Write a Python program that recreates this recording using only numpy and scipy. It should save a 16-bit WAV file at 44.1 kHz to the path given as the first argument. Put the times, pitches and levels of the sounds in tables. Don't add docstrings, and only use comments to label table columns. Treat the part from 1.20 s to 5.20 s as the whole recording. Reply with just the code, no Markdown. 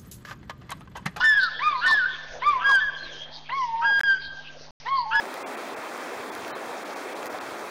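import sys
import numpy as np
from scipy import signal
from scipy.io import wavfile
from scipy.ndimage import uniform_filter1d

SR = 44100
rng = np.random.default_rng(int(sys.argv[2]) if len(sys.argv) > 2 else 0)


def digitize_waveform(pressure):
    field = np.atleast_2d(pressure).T
    bounded = np.clip(field, -1, 1)
    quanta = np.round(bounded * 32767).astype(np.int16)
    wavfile.write(sys.argv[1], SR, quanta)


N = 176400

# start/s, length/s, from f/Hz, to f/Hz, from level/dB, to level/dB
GLIDES = [(.0, 0.032, 1390, 1499, -26.5, -19), (0.604, 0.045, 1267, 1491, -42.5, -19.5),
          (1.407, 0.03, 1242, 1381, -25, -33), (2.613, 0.039, 1218, 1410, -27.5, -32.5),
          (3.904, 0.037, 1206, 1471, -37, -24), (0.71, 0.043, 988, 697, -40, -39),
          (1.519, 0.039, 1035, 749, -32.5, -40), (2.703, 0.036, 853, 651, -35, -47)]
EDGE_S, SCOOP_S = 0.0047, 0.013
BREATH_DB = -35
GLIDE_SECOND_DB = -13
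FOURTH_DB = -7.5


def from_db(db):
    return 10 ** (np.asarray(db) / 20)


def rms_one(x):
    return x / np.sqrt(np.mean(x ** 2) + 1e-20)


def band(x, low_hz, high_hz, order=2):
    return signal.sosfilt(signal.butter(order, [low_hz, high_hz], "band", fs=SR, output="sos"), x)


def two_pole_noise(length, r):
    return signal.lfilter([1], [1, -2 * r, r * r], rng.standard_normal(length))


def drift(rate_hz):
    r = np.exp(-80 * np.pi * rate_hz / SR)
    slow = two_pole_noise(N // 40 + 2002, r)[2000:]
    return np.interp(np.arange(N) / 40, np.arange(len(slow)), rms_one(slow))


def add_note(out, rows, upper_db=(), breath_db=BREATH_DB, crack_db=-99, attack_s=EDGE_S):
    breath_corner_hz, crack_s = 212, 0.04
    crack_bright = 7.3
    dulling_db_per_oct = 50.5
    blur_rad, full_blur_hz_per_s = 1.1, 2200
    s, hz, db = np.transpose(rows)
    i = np.arange(int(max(s[0], 0) * SR), min(int(s[-1] * SR), N))
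    t = i / SR
    pitch_hz = uniform_filter1d(np.interp(t, s, hz), size=500, mode="nearest")
    level_db = np.interp(t, s, db)

    crack = from_db(crack_db) * np.exp(-((t - s[0]) / crack_s) ** 2)
    r = np.exp(-2 * np.pi * breath_corner_hz / SR)
    phase_noise = rms_one(two_pole_noise(len(i), r))
    level_noise = rms_one(two_pole_noise(len(i), r))
    rough = from_db(breath_db) + crack
    phase = 2 * np.pi * np.cumsum(pitch_hz) / SR + rough * phase_noise
    half_pitch_lines = 0.4 * np.sin(phase / 2) + np.sin(1.5 * phase)
    wave = from_db(level_db) * (np.sin(phase) + crack * half_pitch_lines)

    gliding = np.clip(np.abs(np.gradient(pitch_hz)) * SR / full_blur_hz_per_s, 0, 1)
    after_peak = np.arange(len(i)) > pitch_hz.argmax()
    sag_db = dulling_db_per_oct * np.log2(pitch_hz / hz.max()) * after_peak
    even_db = uniform_filter1d(level_db, size=2600, mode="nearest") + sag_db
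    flutter_db = 0.99 + 4.125 * gliding
    for k, below_db in enumerate(upper_db):
        flutter = from_db(flutter_db * drift(44)[i]) * (1 + crack_bright * crack)
        blur = blur_rad * (k + 1) * gliding * drift(44)[i]
        wave += from_db(even_db + below_db) * flutter * np.sin((k + 2) * phase + k + blur)

    fade = np.clip(np.minimum((t - s[0]) / attack_s, (s[-1] - t) / EDGE_S), 0, 1)
    out[i] += np.sqrt(2) * fade * (1 + rough * level_noise) * wave


def high_eagle():
    # t/s, f/Hz, level/dB
    whistles = [
        [(0.036, 1763, -27.5), (0.042, 1790, -17), (0.088, 1767, -15.5), (0.14, 1698, -18),
         (0.148, 1659, -27.5), (0.176, 1680, -16.5), (0.198, 1570, -18), (0.216, 1515, -28), (0.234, 1519, -17),
         (0.262, 1374, -29.5), (0.284, 1313, -27.5), (0.292, 1260, -37)],
        [(0.657, 1775, -26.5), (0.667, 1807, -17), (0.703, 1788, -23.5), (0.729, 1769, -15),
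         (0.767, 1674, -24.5), (0.783, 1693, -17.5), (0.795, 1550, -22.5), (0.831, 1448, -23),
         (0.852, 1468, -21.5)],
        [(0.855, 1490, -13.5), (0.871, 1599, -29), (0.913, 1488, -29.5), (0.925, 1536, -49.5)],
        [(1.44, 1590, -26), (1.457, 1632, -18), (1.509, 1645, -19), (1.543, 1620, -15.5), (1.575, 1550, -17.5),
         (1.604, 1505, -25)],
        [(1.6, 1764, -31), (1.624, 1742, -22), (1.66, 1665, -27.5), (1.68, 1672, -26.5), (1.698, 1556, -24),
         (1.708, 1503, -58)],
        [(2.638, 1591, -30), (2.655, 1624, -20), (2.7, 1629, -20.5), (2.78, 1618, -20.5), (2.85, 1636, -24.5),
         (2.9, 1584, -16.5), (2.94, 1566, -20), (2.958, 1525, -31), (2.985, 1511, -34.5)],
        [(3.938, 1691, -34), (3.956, 1687, -17.5), (3.98, 1682, -21.5), (4.01, 1706, -19.5)],
    ]
    # second harmonic/dB, third harmonic/dB
    whistle_harmonics = [(-17.5, -23.5), (-22.5, -24), (-40, -42.5), (-16.5, -24), (-32.5, -49.5),
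                         (-16, -21.5), (-19.5, -19)]
    hoarse_db = -12
    whistle_start_ratio, whistle_start_db = 1.2, -32.5
    linger_s, linger_db = 0.042, -13
    out = np.zeros(N)
    for rows, upper_db in zip(whistles, whistle_harmonics):
        add_note(out, rows, upper_db)
    for s, length, a_hz, b_hz, a_db, b_db in GLIDES:
        if b_hz < a_hz:
            continue
        end_s = s + length
        lower = [(s, a_hz, a_db), (end_s, b_hz, b_db), (end_s + linger_s, b_hz, b_db + linger_db)]
        upper = [(s, a_hz * whistle_start_ratio, whistle_start_db), (end_s, b_hz * whistle_start_ratio, whistle_start_db)]
        for rows in (lower, upper):
            add_note(out, rows, (GLIDE_SECOND_DB,), hoarse_db, attack_s=SCOOP_S)
    return out


def low_eagle():
    # t/s, f/Hz, level/dB
    yelps = [
        [(0.4, 961, -38.5), (0.414, 1007, -31.5), (0.434, 1189, -24.5), (0.45, 1215, -25.5), (0.476, 1230, -16),
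         (0.52, 1159, -32), (0.532, 1110, -21.5), (0.54, 1086, -33.5), (0.556, 1046, -23), (0.578, 968, -33.5),
         (0.592, 988, -30), (0.615, 984, -42)],
        [(0.65, 992, -33.5), (0.666, 996, -40.5), (0.68, 1071, -29), (0.692, 1124, -28.5), (0.714, 1014, -20),
         (0.718, 1030, -32)],
        [(1.224, 980, -27.5), (1.248, 1127, -32), (1.27, 1184, -17), (1.288, 1188, -15), (1.32, 1157, -24.5),
         (1.326, 1121, -27.5), (1.336, 1104, -18), (1.344, 1078, -30), (1.364, 1036, -21), (1.382, 992, -29.5),
         (1.46, 987, -43)],
        [(1.462, 1022, -31.5), (1.474, 1157, -34), (1.496, 1130, -21), (1.508, 1086, -24.5),
         (1.516, 1026, -19.5), (1.522, 1017, -25)],
        [(2.3, 929, -35.5), (2.318, 982.6, -34.5), (2.338, 1074, -25), (2.362, 1111, -32), (2.376, 1109, -26),
         (2.446, 975, -24), (2.472, 932, -37.5), (2.492, 918, -28), (2.516, 908, -33.5), (2.546, 905, -24.5),
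         (2.59, 919.7, -32.5), (2.612, 935.6, -26), (2.658, 936.5, -25), (2.672, 906, -32), (2.71, 868, -30.5)],
        [(3.66, 890, -33.5), (3.685, 1022, -27), (3.703, 1082, -30), (3.723, 1094, -21.5), (3.761, 1083, -22.5),
         (3.778, 1040, -27.5), (3.788, 1030, -19), (3.8, 980, -25), (3.811, 966, -24.5), (3.825, 933, -37),
         (3.833, 949.5, -28), (3.853, 882, -42), (3.861, 832, -31), (3.881, 882, -34), (4.01, 919, -24)],
    ]
    # second harmonic/dB, third harmonic/dB
    yelp_harmonics = [(-10, -19.5), (-19.5, -20.5), (-13.5, -22.5), (-27.5, -43), (-12, -20), (-17, -21.5)]
    # t/s, f/Hz, level/dB
    yelp_and_echo = [(0, 1023, -24), (0.029, 1012, -48.5), (0.069, 1040, -46), (0.139, 1060, -45),
                     (.34, 1038, -54)]
    scoop_ratio, scoop_db = 0.82, -5
    short_s, short_hoarse_db = 0.1, -12
    out = np.zeros(N)
    for rows, (second_db, third_db) in zip(yelps, yelp_harmonics):
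        s, hz, db = rows[0]
        scooped = [(s - SCOOP_S, hz * scoop_ratio, db + scoop_db)] + list(rows)
        upper_db = (second_db, third_db, third_db + FOURTH_DB)
        breath_db = short_hoarse_db if rows[-1][0] - s < short_s else BREATH_DB
        add_note(out, scooped, upper_db, breath_db, crack_db=-11, attack_s=0.016)
    add_note(out, yelp_and_echo, breath_db=-6)
    for s, length, a_hz, b_hz, a_db, b_db in GLIDES:
        if b_hz < a_hz:
            add_note(out, [(s, a_hz, a_db), (s + length, b_hz, b_db)], (GLIDE_SECOND_DB,), breath_db=-2)
    return out


def small_birds():
    # t/s, f/Hz, level/dB
    twitter = [(1.769, 4146, -54), (1.81, 4166, -49.5), (1.847, 4140, -43.5), (1.879, 3744, -50),
               (1.93, 3193, -44.5), (1.972, 3144, -50), (2.031, 3285, -38), (2.067, 3140, -50)]
    # middle t/s, half-length/s, centre f/Hz, width/Hz, level before window/dB
    rasps = [(0.235, 0.059, 4120, 1145, -31), (0.367, 0.059, 3360, 366, -40.5),
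             (0.611, 0.1, 4196, 703, -42), (0.7, 0.053, 4050, 1125, -29), (.93, 0.072, 3340, 447, -39.5),
             (0.762, 0.042, 3366, 507, -41.5), (1.606, 0.056, 3350, 590, -43.5),
             (1.763, 0.065, 3260, 379.3, -43), (2.155, 0.059, 4240, 1438, -42),
             (2.278, 0.051, 2750, 1002, -48), (2.42, 0.11, 5200, 1190, -48.5),
             (3.046, 0.062, 4170, 1015, -42.5), (3.272, 0.052, 2853, 711.5, -44.5),
             (3.429, 0.092, 4800, 2090, -49.5), (3.792, 0.068, 4450, 530, -39),
             (0.009, 0.055, 4260, 2040, -38), (1.415, 0.039, 2980, 603, -41)]
    throb_hz, throb_depth = 180, 0.45
    out, t = np.zeros(N), np.arange(N) / SR
    add_note(out, twitter, breath_db=-5)
    throb = 1 + throb_depth * np.sin(2 * np.pi * throb_hz * t + 2 * drift(24))
    for s, half_s, hz, width_hz, db in rasps:
        i = slice(max(int((s - half_s) * SR), 0), int((s + half_s) * SR))
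        white = rng.standard_normal(len(t[i]))
        noise = rms_one(band(white, hz - width_hz / 2, hz + width_hz / 2, order=3))
        window = np.cos(np.pi / 2 * (t[i] - s) / half_s) ** 2
        out[i] += from_db(db) * noise * throb[i] * window
    return out


def banks(x, level_db, bright):
    delay_s, t60_s = 0.025, 0.99
    far_bank_s, far_spread_s, far_bank_db = 0.32, 0.099, -3
    t = np.arange(int(1.5 * SR)) / SR
    onset = np.clip(t / delay_s - 1, 0, 1)
    tail = rng.standard_normal(len(t)) * from_db(-60 * t / t60_s) * onset
    tail *= 1 + from_db(far_bank_db) * np.exp(-((t - far_bank_s) / far_spread_s) ** 2)
    for _ in range(2):
        tail = signal.lfilter([1, 0, 0, 0, 0, 0, -np.clip(bright, 0, 1)], [1], tail)
    return from_db(level_db) * signal.fftconvolve(x, tail / np.sqrt(np.sum(tail ** 2)))[:N]


def air():
    # f/Hz, relative density/dB
    spectrum = [(15, -31), (25, 4), (153, -16), (209, -11), (657, 0.5), (1140, -5.5), (2390, -7.5),
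                (3250, -8.5), (4650, -11.5), (6350, -5.5), (7500, -34), (9750, -75)]
    # f/Hz, rms level/dB
    hum_lines = [(50, -71), (150.5, -58.5), (251, -63.5)]
    air_db = -47.5
    out, together = 0, drift(1.5)
    edges_hz = 22 * 2 ** np.arange(0, 8.6, 0.5)
    white = rng.standard_normal((2, N))
    hz, db = np.transpose(spectrum)
    for k, (low_hz, high_hz) in enumerate(zip(edges_hz, edges_hz[1:])):
        density_db = np.interp(np.log(low_hz * high_hz) / 2, np.log(hz), db)
        flicker_db = 2.25 * together + 5 * drift(9)
        out = out + from_db(density_db + flicker_db) * band(white[k % 2], low_hz, high_hz)
    t = np.arange(N) / SR
    hum = sum(np.sqrt(2) * from_db(d) * np.sin(2 * np.pi * f * t) for f, d in hum_lines)
    return from_db(air_db) * rms_one(out) + hum


def water_and_wind():
    bubbles_per_s, bubble_db, wind_db = 49, -56.5, -63.5
    cycles_per_t60 = 25
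    chance = bubbles_per_s * from_db(3.5 * drift(2.5)) / SR
    born = (rng.random(N) < chance) * from_db(5.9 * rng.standard_normal(N))
    pitch_index, rings = rng.integers(0, 8, N), 0
    for k, hz in enumerate(np.geomspace(420, 800, 8)):
        r = from_db(-60 * hz / cycles_per_t60 / SR)
        w = 2 * np.pi * hz / SR
        hits = born * (pitch_index == k) + 1e-18
        rings = rings + signal.lfilter([0, np.sin(w)], [1, -2 * r * np.cos(w), r * r], hits)
    wind = rms_one(band(rng.standard_normal(N), 17, 83) * from_db(7 * drift(4)))
    return from_db(bubble_db) * band(rings, 500, 1000) + from_db(wind_db) * wind


def ticks():
    # t/s, peak level/dB, f/Hz, t60/s
    tick_rows = [(1.643, -39, 4560, .006), (2.093, -35, 600, .02), (3.279, -48, 2500, 0.002),
                 (3.41, -35.5, 520, 0.024)]
    out, t = np.zeros(N), np.arange(2000) / SR
    for s, db, hz, t60_s in tick_rows:
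        start = int(s * SR)
        out[start:start + 2000] += from_db(db - 60 * t / t60_s) * np.sin(2 * np.pi * hz * t)
    return out


def scene():
    high = high_eagle() + small_birds()
    low = low_eagle()
    echoes = banks(high, level_db=-12.5, bright=0.45) + banks(low, level_db=-13, bright=0.12)
    return (high + low + echoes + air() + water_and_wind() + ticks())[None]


def record(dry):
    # from t/s, to t/s
    dropouts = [(2.7953, 2.8053), (2.8112, 2.8343), (3.5085, 3.6)]
    input_cut_hz, top_cut_hz = 7400, 16400
    skew, offset = 0.43, 0.0046
    overload, knee = 0.238, 16
    x = signal.sosfilt(signal.cheby2(10, 45, input_cut_hz, fs=SR, output="sos"), dry)
    squared = signal.sosfilt(signal.butter(1, 25, "high", fs=SR, output="sos"), x ** 2)
    x = x + skew * squared + offset
    x = x / (1 + np.abs(x / overload) ** knee) ** (1 / knee)
    t = np.arange(N) / SR
    for start_s, end_s in dropouts:
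        x = x * ((t < start_s) | (t > end_s))
    return signal.sosfilt(signal.cheby2(12, 70, top_cut_hz, fs=SR, output="sos"), x)


dry = scene()
out = record(dry)
digitize_waveform(out)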